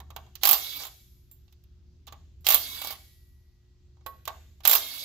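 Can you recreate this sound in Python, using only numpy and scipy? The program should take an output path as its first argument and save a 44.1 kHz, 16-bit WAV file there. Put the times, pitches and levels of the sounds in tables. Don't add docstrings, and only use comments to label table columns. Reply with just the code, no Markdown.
import sys
import numpy as np
from scipy import signal
from scipy.io import wavfile

SR = 44100
rng = np.random.default_rng(int(sys.argv[2]) if len(sys.argv) > 2 else 0)


def output_pcm(signal):
    pcm = np.clip(np.atleast_2d(signal).T, -1, 1) * 32767
    wavfile.write(sys.argv[1], SR, np.round(pcm).astype(np.int16))


def convert_level_to_amplitude(level_db):
    exponent = np.asarray(level_db, float) / 20
    return 10 ** exponent


N = 222326
TOOL_SIDE_DB = -1.55
# [f/Hz, L-R level/dB]
PORTS = [(60, -1.0), (130, -2.5), (290, 2), (640, -1.5), (1410, -3.0), (3100, -8), (6820, -3),
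         (15000, -8.5)]


def blows():
    # [t/s, peak level at 2-7 kHz/dB, brightness re peak/dB]
    blow_rows = [(0.4337, -12.5, -7.5), (0.453, -12.5, -3), (0.4728, -18, 1.5), (0.4902, -14.5, -0.5),
                 (0.511, -19, 4), (0.5302, -18, -2), (2.4666, -11.5, -9.5), (2.4872, -14, -2.5),
                 (2.5048, -14, -2.5), (2.522, -16.5, -2), (2.5443, -17.5, 8.5), (4.652, -11.5, -11.5),
                 (4.6745, -15, 4), (4.695, -18, 0), (4.7120, -16.5, 1.7), (4.7310, -16, 3.5),
                 (4.752, -18, 0.7)]
    # [thud/dB, housing ring/dB, socket ring/dB]
    feeds = (-26.5, -28, -13.5)
    t_s, peak_db, bright_db = np.transpose(blow_rows)
    thud_db, housing_db, socket_db = feeds
    treble_db, slack_db = -2, -10
    first = np.diff(t_s, prepend=-1) > .1
    lows_db = thud_db - peak_db
    highs_db = bright_db + treble_db
    body_db = housing_db - peak_db
    socket_ring_db = socket_db + slack_db * first - peak_db
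    return np.transpose([t_s, peak_db, lows_db, highs_db, body_db, socket_ring_db])


def hammering(hammer, bands):
    # [delay/s, level/dB]
    rebounds = [
        (.006, -9),
        (0.013, -13),
    ]
    steel = cracks(hammer, bands, rebounds, level_db=6.5, short=0.42, snap_share=1.0, snap_t60=0.015)
    steel += spikes(hammer, level_db=14.5, low_hz=2480, high_hz=4600)
    steel += spikes(hammer, level_db=6.5, low_hz=10700, high_hz=15200)
    return steel


def taps():
    seating = [(.002, -37.5), (.104, -40), (.163, -29.5), (2.075, -40.5), (2.124, -36.5), (4.277, -22.5),
               (4.605, -47)]
    seating_colour = (1.5, -9.5, -6.5, -25)
    clank_rows = [
        (4.063, -28.5),
        (4.275, -37),
    ]
    clank_colour = (-0.5, -4.5, 2, -10)
    nudges = [(.265, -55.5), (3.969, -65.5), (4.01, -65)]
    nudge_colour = (7, -30.5, 0.5, -27.5)
    ticks = [(.354, -29.5), (1.525, -49), (1.638, -54.5), (2.069, -39), (2.953, -40), (4.254, -31)]
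    tick_colour = (-20.5, -9, -26, -28)
    pecks = [(1.48, -53), (2.081, -38)]
    peck_colour = (-27.5, -27, -18, -28)
    jerks = [
        (.412, -52),
        (2.445, -39.5),
        (4.635, -43),
    ]
    jerk_colour = (-11, -21.5, -14.5, -19)
    rattle = [(.803, -36), (.82, -40.5), (.835, -35.5), (.852, -34), (.868, -41), (2.817, -28.5),
              (2.847, -29), (2.872, -29), (2.898, -51), (2.906, -29.5), (2.925, -35)]
    rattle_colour = (-8, -4, -6.5, -20)
    clinks = [(.868, -51), (1.314, -54.5), (2.408, -70.5), (3.25, -87), (3.27, -85), (3.29, -80)]
    clink_colour = (-15, 3, -22.5, 12)
    kinds = ((seating, seating_colour), (nudges, nudge_colour), (ticks, tick_colour), (pecks, peck_colour),
             (jerks, jerk_colour), (rattle, rattle_colour), (clinks, clink_colour))
    clanks = [tuple(row) + tuple(clank_colour) for row in clank_rows]
    knocks = [tuple(row) + tuple(colour) for rows, colour in kinds for row in rows]
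    return np.array(clanks), np.array(knocks)


def cracks(events, bands, rebounds, level_db, short, snap_share, snap_t60, rise_s=0.0001):
    # [f/Hz, level per Hz/dB]
    steel_spectrum = [(120, -50), (200, -10), (476, -16), (799, -4.5), (961, -0.5), (1110, -4.5),
                      (1830, -14), (3630, -10.5), (5450, -16.5), (7190, -11), (8490, -40), (12700, 2),
                      (14500, 1.5), (15600, -12), (16500, -27)]
    # [f/Hz, t60/s]
    crack_t60 = [(300, .2), (1000, 0.11), (4000, .085), (8000, 0.035), (15000, 0.045)]
    out = np.zeros((2, N))
    _, peak_db, low_db, high_db, *_ = np.transpose(events)
    snap = convert_level_to_amplitude(-60 / (snap_t60 * SR))
    chatter = convert_level_to_amplitude(1.5 * drift(300))
    for hz, band in bands:
        tilt_db = [at_hz([(900, low), (3000, 0.029), (6500, 0.023), (11000, high)], hz)
                   for low, high in zip(low_db, high_db)]
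        chance_db = rng.normal(0, 1.5, len(events))
        clicks = strikes(events, peak_db + tilt_db + chance_db, hz) + 1e-18
        clicks = clicks + sum(convert_level_to_amplitude(db) * np.roll(clicks, int(s * SR), axis=1) for s, db in rebounds)
        fall = convert_level_to_amplitude(-60 / (short * at_hz(crack_t60, hz) * SR))
        body = signal.lfilter([1], [1, -fall], clicks)
        spike = snap_share * min(hz / 4000, 1.2) * signal.lfilter([1], [1, -snap], clicks)
        rise = np.exp(-1 / ((rise_s + 1.5 / hz) * SR))
        shape = signal.lfilter([1 - rise], [1, -rise], body + spike)
        out += convert_level_to_amplitude(at_hz(steel_spectrum, hz) + level_db) * shape * band
    return out * chatter


def spikes(events, level_db, low_hz, high_hz):
    clicks = strikes(events, np.array(events)[:, 1] + level_db, 5200) * rng.choice([-1, 1], N)
    sos = signal.butter(2, [low_hz, high_hz], "band", fs=SR, output="sos")
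    pulse = signal.sosfilt(sos, clicks + 1e-18)
    return np.roll(pulse, round(.0008 * SR), axis=1)


def ringing_parts(hammer, clanks, knocks):
    # [f/Hz, level/dB, t60/s]
    housing = [(680, -8, .08), (790, 2, .11), (850, -4, .09), (1100, -6, .2), (1156, -5, .2),
               (1480, -8, .07), (2210, -5, .07), (3280, -4, .07), (3775, -3, .09), (4130, -6, .08),
               (6450, -4, .06), (6950, 0, .06)]
    pulley = [(522, -15, .15), (790, -9, .08), (860, -9, .08), (1103, 0, .18), (1530, -12, .095),
              (1933, -22, .22), (4060, -22, .12), (9900, -24, .15)]
    socket = [(7410, -5, .11), (8371, -19, .2), (9593, -19, .17), (10030, -14, .14), (10580, -17, .13),
              (11610, -14, .1), (12050, -12, .2), (12255, -4, .2), (12390, -8, .13), (12500, -9, .13),
              (12930, -9, .3), (13170, -11, .28), (13385, -12, .15), (13920, -10, .19), (14178, -6, .3),
              (14555, -14, .15), (14960, -3, .22)]
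    every = np.concatenate([hammer, clanks, knocks])
    out = ringing(hammer, housing, hammer[:, 4] - 8, free=.75)
    out += ringing(knocks, housing, knocks[:, 4] - 8, free=.6)
    out += ringing(clanks, pulley, clanks[:, 4] - 8, free=1.1)
    out += ringing(every, socket, every[:, 5] - 8, free=.9)
    return out


def ringing(events, modes, ring_db, free):
    out = np.zeros((2, N))
    for hz, mode_db, t60 in modes:
        chance_db = rng.normal(0, 2.0, len(events))
        left, right = strikes(events, np.array(events)[:, 1] + ring_db + mode_db + chance_db, hz)
        out += [ring(left, hz, free * t60), ring(right, hz, free * t60, port_lead(hz))]
    return out


def singing_bracket():
    # [t/s, f/Hz, level/dB, t60/s]
    bracket = (2.96, 1932, -75, 3.2)
    s, hz, db, t60 = bracket
    return ring(convert_level_to_amplitude(db) * (np.arange(N) == int(s * SR)), hz, t60)


def trigger_pulls(t):
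    # [pulled t/s, bolt free t/s, let go t/s, spin-up time/s]
    pulls = [
        (.412, .55, .82, .13),
        (2.445, 2.56, 2.895, .17),
        (4.635, 4.77, 5.2, .22),
    ]
    loaded_hz, free_hz, brake_hz_per_s = 2075, 2310, 5000
    rush_start_db, rush_loaded_db, rush_freed_db, rush_steady_db = -54.5, -39, -30, -39
    whine_loaded_db, whine_free_db, whine_brake_db_per_s = -67, -54, 243
    start_s, settle_s, coast_s, stop_s = 0.017, 0.033, 0.034, .035
    coast_db, stop_db = -2.5, -27
    mesh_hz, whine_db, rush_db = np.full(N, float(loaded_hz)), np.full(N, -120.), np.full(N, -120.)
    for pulled, freed, let_go, spin_up in pulls:
        on = (t >= pulled) & (t < let_go + coast_s + stop_s)
        free, after = np.maximum(t[on] - freed, 0), np.maximum(t[on] - let_go, 0)
        lag_hz = (free_hz - loaded_hz) * np.exp(-free / spin_up)
        mesh_hz[on] = free_hz - lag_hz - brake_hz_per_s * after
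        settled = 1 - np.exp(-free / settle_s)
        start_db = np.interp(t[on], [pulled, pulled + start_s, freed],
                             [rush_start_db, rush_loaded_db, rush_freed_db])
        end_db = np.interp(after, [0, coast_s, coast_s + stop_s], [0, coast_db, stop_db])
        rush_db[on] = start_db + (rush_steady_db - rush_freed_db) * settled + end_db
        rise_db = np.interp(t[on], [freed, freed + settle_s], [whine_loaded_db, whine_free_db])
        whine_db[on] = rise_db - whine_brake_db_per_s * after
    return mesh_hz, whine_db, rush_db


def motor(bands):
    # [multiple of mesh, level/dB]
    gear_orders = [(.127, -20), (1.0, -3), (1.535, 0), (1.727, 3), (2.045, -1), (5.107, 2)]
    # [f/Hz, level per Hz/dB]
    rush_spectrum = [(120, -40), (200, -18), (420, -19.5), (1100, -12), (1800, -17), (2600, -14.5),
                     (3600, -4.5), (5000, -4), (7060, -12.5), (8330, -10), (10000, -7.5), (11500, -14),
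                     (15300, -3), (16500, -15)]
    mesh_hz, whine_db, rush_db = trigger_pulls(np.arange(N) / SR)
    turns = np.cumsum(mesh_hz * (1 + .002 * drift(60))) / SR
    whine = 0
    for order, order_db in gear_orders:
        hz = order * mesh_hz.mean()
        lead = np.array([[0], [port_lead(hz)]])
        side = panned(at_hz(PORTS, hz))[:, None]
        whine = whine + side * convert_level_to_amplitude(order_db + 3 * drift(45)) * np.sin(2 * np.pi * order * turns + lead)
    grain = drift(300)
    rush = 0
    for hz, band in bands:
        level_db = at_hz(rush_spectrum, hz) + 1.5 * grain + 3.8 * drift(20)
        rush = rush + convert_level_to_amplitude(level_db) * band * panned(at_hz(PORTS, hz))[:, None]
    return panned(TOOL_SIDE_DB)[:, None] * (convert_level_to_amplitude(whine_db + 5) * whine + convert_level_to_amplitude(rush_db) * rms_one(rush))


def shop(x):
    # [f/Hz, t60/s, wet level/dB]
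    hall = [(200, 0.88, -45), (1080, 0.17, -36), (2250, 0.76, -38), (3240, 0.74, -38), (6843, 0.92, -32),
            (12100, 1.2, -36), (16000, 0.42, -45)]
    length = int(1.2 * SR)
    t, tail = np.arange(length) / SR, 0
    for hz, band in noise_bands(low_hz=190, size=length):
        t60 = at_hz(hall, hz)
        gain = convert_level_to_amplitude(at_hz(hall, hz, column=2)) * np.sqrt(60 / (t60 * hz))
        tail = tail + gain * band * convert_level_to_amplitude(-60 * t / t60) / np.std(band) / np.sqrt(SR / hz)
    tail *= np.clip((t - .006) / 0.011, 0, 1)
    return signal.fftconvolve(tail, (x[0] + x[1])[None], axes=1)[:, :N]


def shop_hum():
    # [f/Hz, level per Hz/dB]
    air_spectrum = [(12, -54), (20, -23), (57, -9.5), (75, -10.5), (147, -23), (300, -33.5), (450, -46.5),
                    (650, -51), (2000, -52.5), (4300, -48.5), (7000, -52), (9500, -67.5), (13000, -63.5),
                    (16500, -58.5)]
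    # [t/s, level/dB]
    machine = [(0, 11), (.25, 7), (.5, -8.5), (.85, -12), (1.3, -0.5), (1.6, -2), (2.4, 8), (2.6, 1),
               (3.4, -6.5), (3.65, -12), (4.0, 0.5), (4.6, 2), (5.04, -21)]
    # [f/Hz, rms level/dB]
    mains_lines = [(59.8, -67.5), (119.8, -69.5), (360, -78)]
    air_db, drone_db, rumble_follows = -58, -58.5, .35
    drone_hz, drone_width_hz = 74.1, 4
    t = np.arange(N) / SR
    effort_db = np.interp(t, *np.transpose(machine))
    swell_db = rumble_follows * effort_db
    air = 0
    for hz, band in noise_bands(low_hz=0):
        air = air + convert_level_to_amplitude(at_hz(air_spectrum, hz) + 1.2 * drift(4.6) + swell_db * (hz < 500)) * band
    wander = np.cumsum(drone_width_hz * drift(11)) / SR
    drone = convert_level_to_amplitude(drone_db + effort_db) * np.sqrt(2) * np.sin(2 * np.pi * (drone_hz * t + wander))
    mains = sum(convert_level_to_amplitude(db + 2.0 * drift(1.6)) * np.sqrt(2) * np.sin(2 * np.pi * hz * t)
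                for hz, db in mains_lines)
    return convert_level_to_amplitude(air_db) * rms_one(air) + drone + mains


def strikes(events, strength_db, hz):
    s = np.array(events)[:, 0]
    clicks = np.zeros((2, N))
    pan_db = TOOL_SIDE_DB + at_hz(PORTS, hz)
    np.add.at(clicks, (slice(None), (s * SR).astype(int)), convert_level_to_amplitude(strength_db) * panned(pan_db)[:, None])
    return clicks


def ring(clicks, hz, t60, lead=0):
    r, w = convert_level_to_amplitude(-60 / (t60 * SR)), 2 * np.pi * hz / SR
    return signal.lfilter([np.sin(lead), r * np.sin(w - lead)], [1, -2 * r * np.cos(w), r * r], clicks + 1e-18)


def noise_bands(low_hz, size=N):
    # [f/Hz, correlation/1]
    likeness = [(60, .88), (180, .85), (550, .62), (1650, .35), (5000, .15), (15000, .15)]
    edges_hz = 20 * 2 ** np.arange(0, 9.8, 1 / 3)
    white = rng.standard_normal((2, 2, size))
    for k, (low, high) in enumerate(zip(edges_hz, edges_hz[1:])):
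        if low >= low_hz:
            sos = signal.butter(2, [low, high], "band", fs=SR, output="sos")
            mid, side = signal.sosfilt(sos, white[k % 2])
            hz = np.sqrt(low * high)
            alike = np.clip(at_hz(likeness, hz), 0, .99)
            yield hz, np.sqrt(1 + alike) * mid + np.sqrt(1 - alike) * side * [[1], [-1]]


def drift(rate_hz):
    r = np.exp(-80 * np.pi * rate_hz / SR)
    slow = signal.lfilter([1], [1, -2 * r, r * r], rng.standard_normal(N // 40 + 2002))[2000:]
    return np.interp(np.arange(N) / 40, np.arange(len(slow)), rms_one(slow))


def port_lead(hz):
    return np.pi / 2 * min(hz / 3000, 1)


def panned(pan_db):
    return convert_level_to_amplitude(np.multiply.outer([.5, -.5], pan_db))


def at_hz(points, hz, column=1):
    return np.interp(np.log(hz), np.log(np.array(points)[:, 0]), np.array(points)[:, column])


def rms_one(x):
    return x / np.sqrt(np.mean(x ** 2) + 1e-20)


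def scene():
    hammer, (clanks, knocks), bands = blows(), taps(), list(noise_bands(low_hz=190))
    contacts = np.concatenate([clanks, knocks])
    steel = hammering(hammer, bands[2:])
    steel += cracks(contacts, bands[2:], [], level_db=3.0, short=0.8, snap_share=1.4, snap_t60=0.0017)
    steel += ringing_parts(hammer, clanks, knocks)
    steel += singing_bracket()
    no_bass = signal.butter(2, 330, "high", fs=SR, output="sos")
    near = signal.sosfilt(no_bass, steel) + motor(bands)
    return near + shop(near) + shop_hum()


def roll_off(x):
    return signal.sosfilt(signal.butter(12, 16660, fs=SR, output="sos"), x)


def record(dry):
    # [f/Hz, width/Hz, level/dB]
    mic_dip = (8800, 2000, -6)
    hz, width_hz, dip_db = mic_dip
    for _ in range(2):
        dry = dry - (1 - convert_level_to_amplitude(dip_db)) * signal.lfilter(*signal.iirpeak(hz, hz / width_hz, fs=SR), dry)
    dry = signal.sosfilt(signal.butter(2, 14800, fs=SR, output="sos"), dry)
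    rounded = 1.1 * np.tanh(dry / 1.1)
    cut = signal.sosfilt(signal.cheby2(14, 60, 16250, fs=SR, output="sos"), rounded)
    return roll_off(cut)


dry = scene()
out = record(dry)
output_pcm(out)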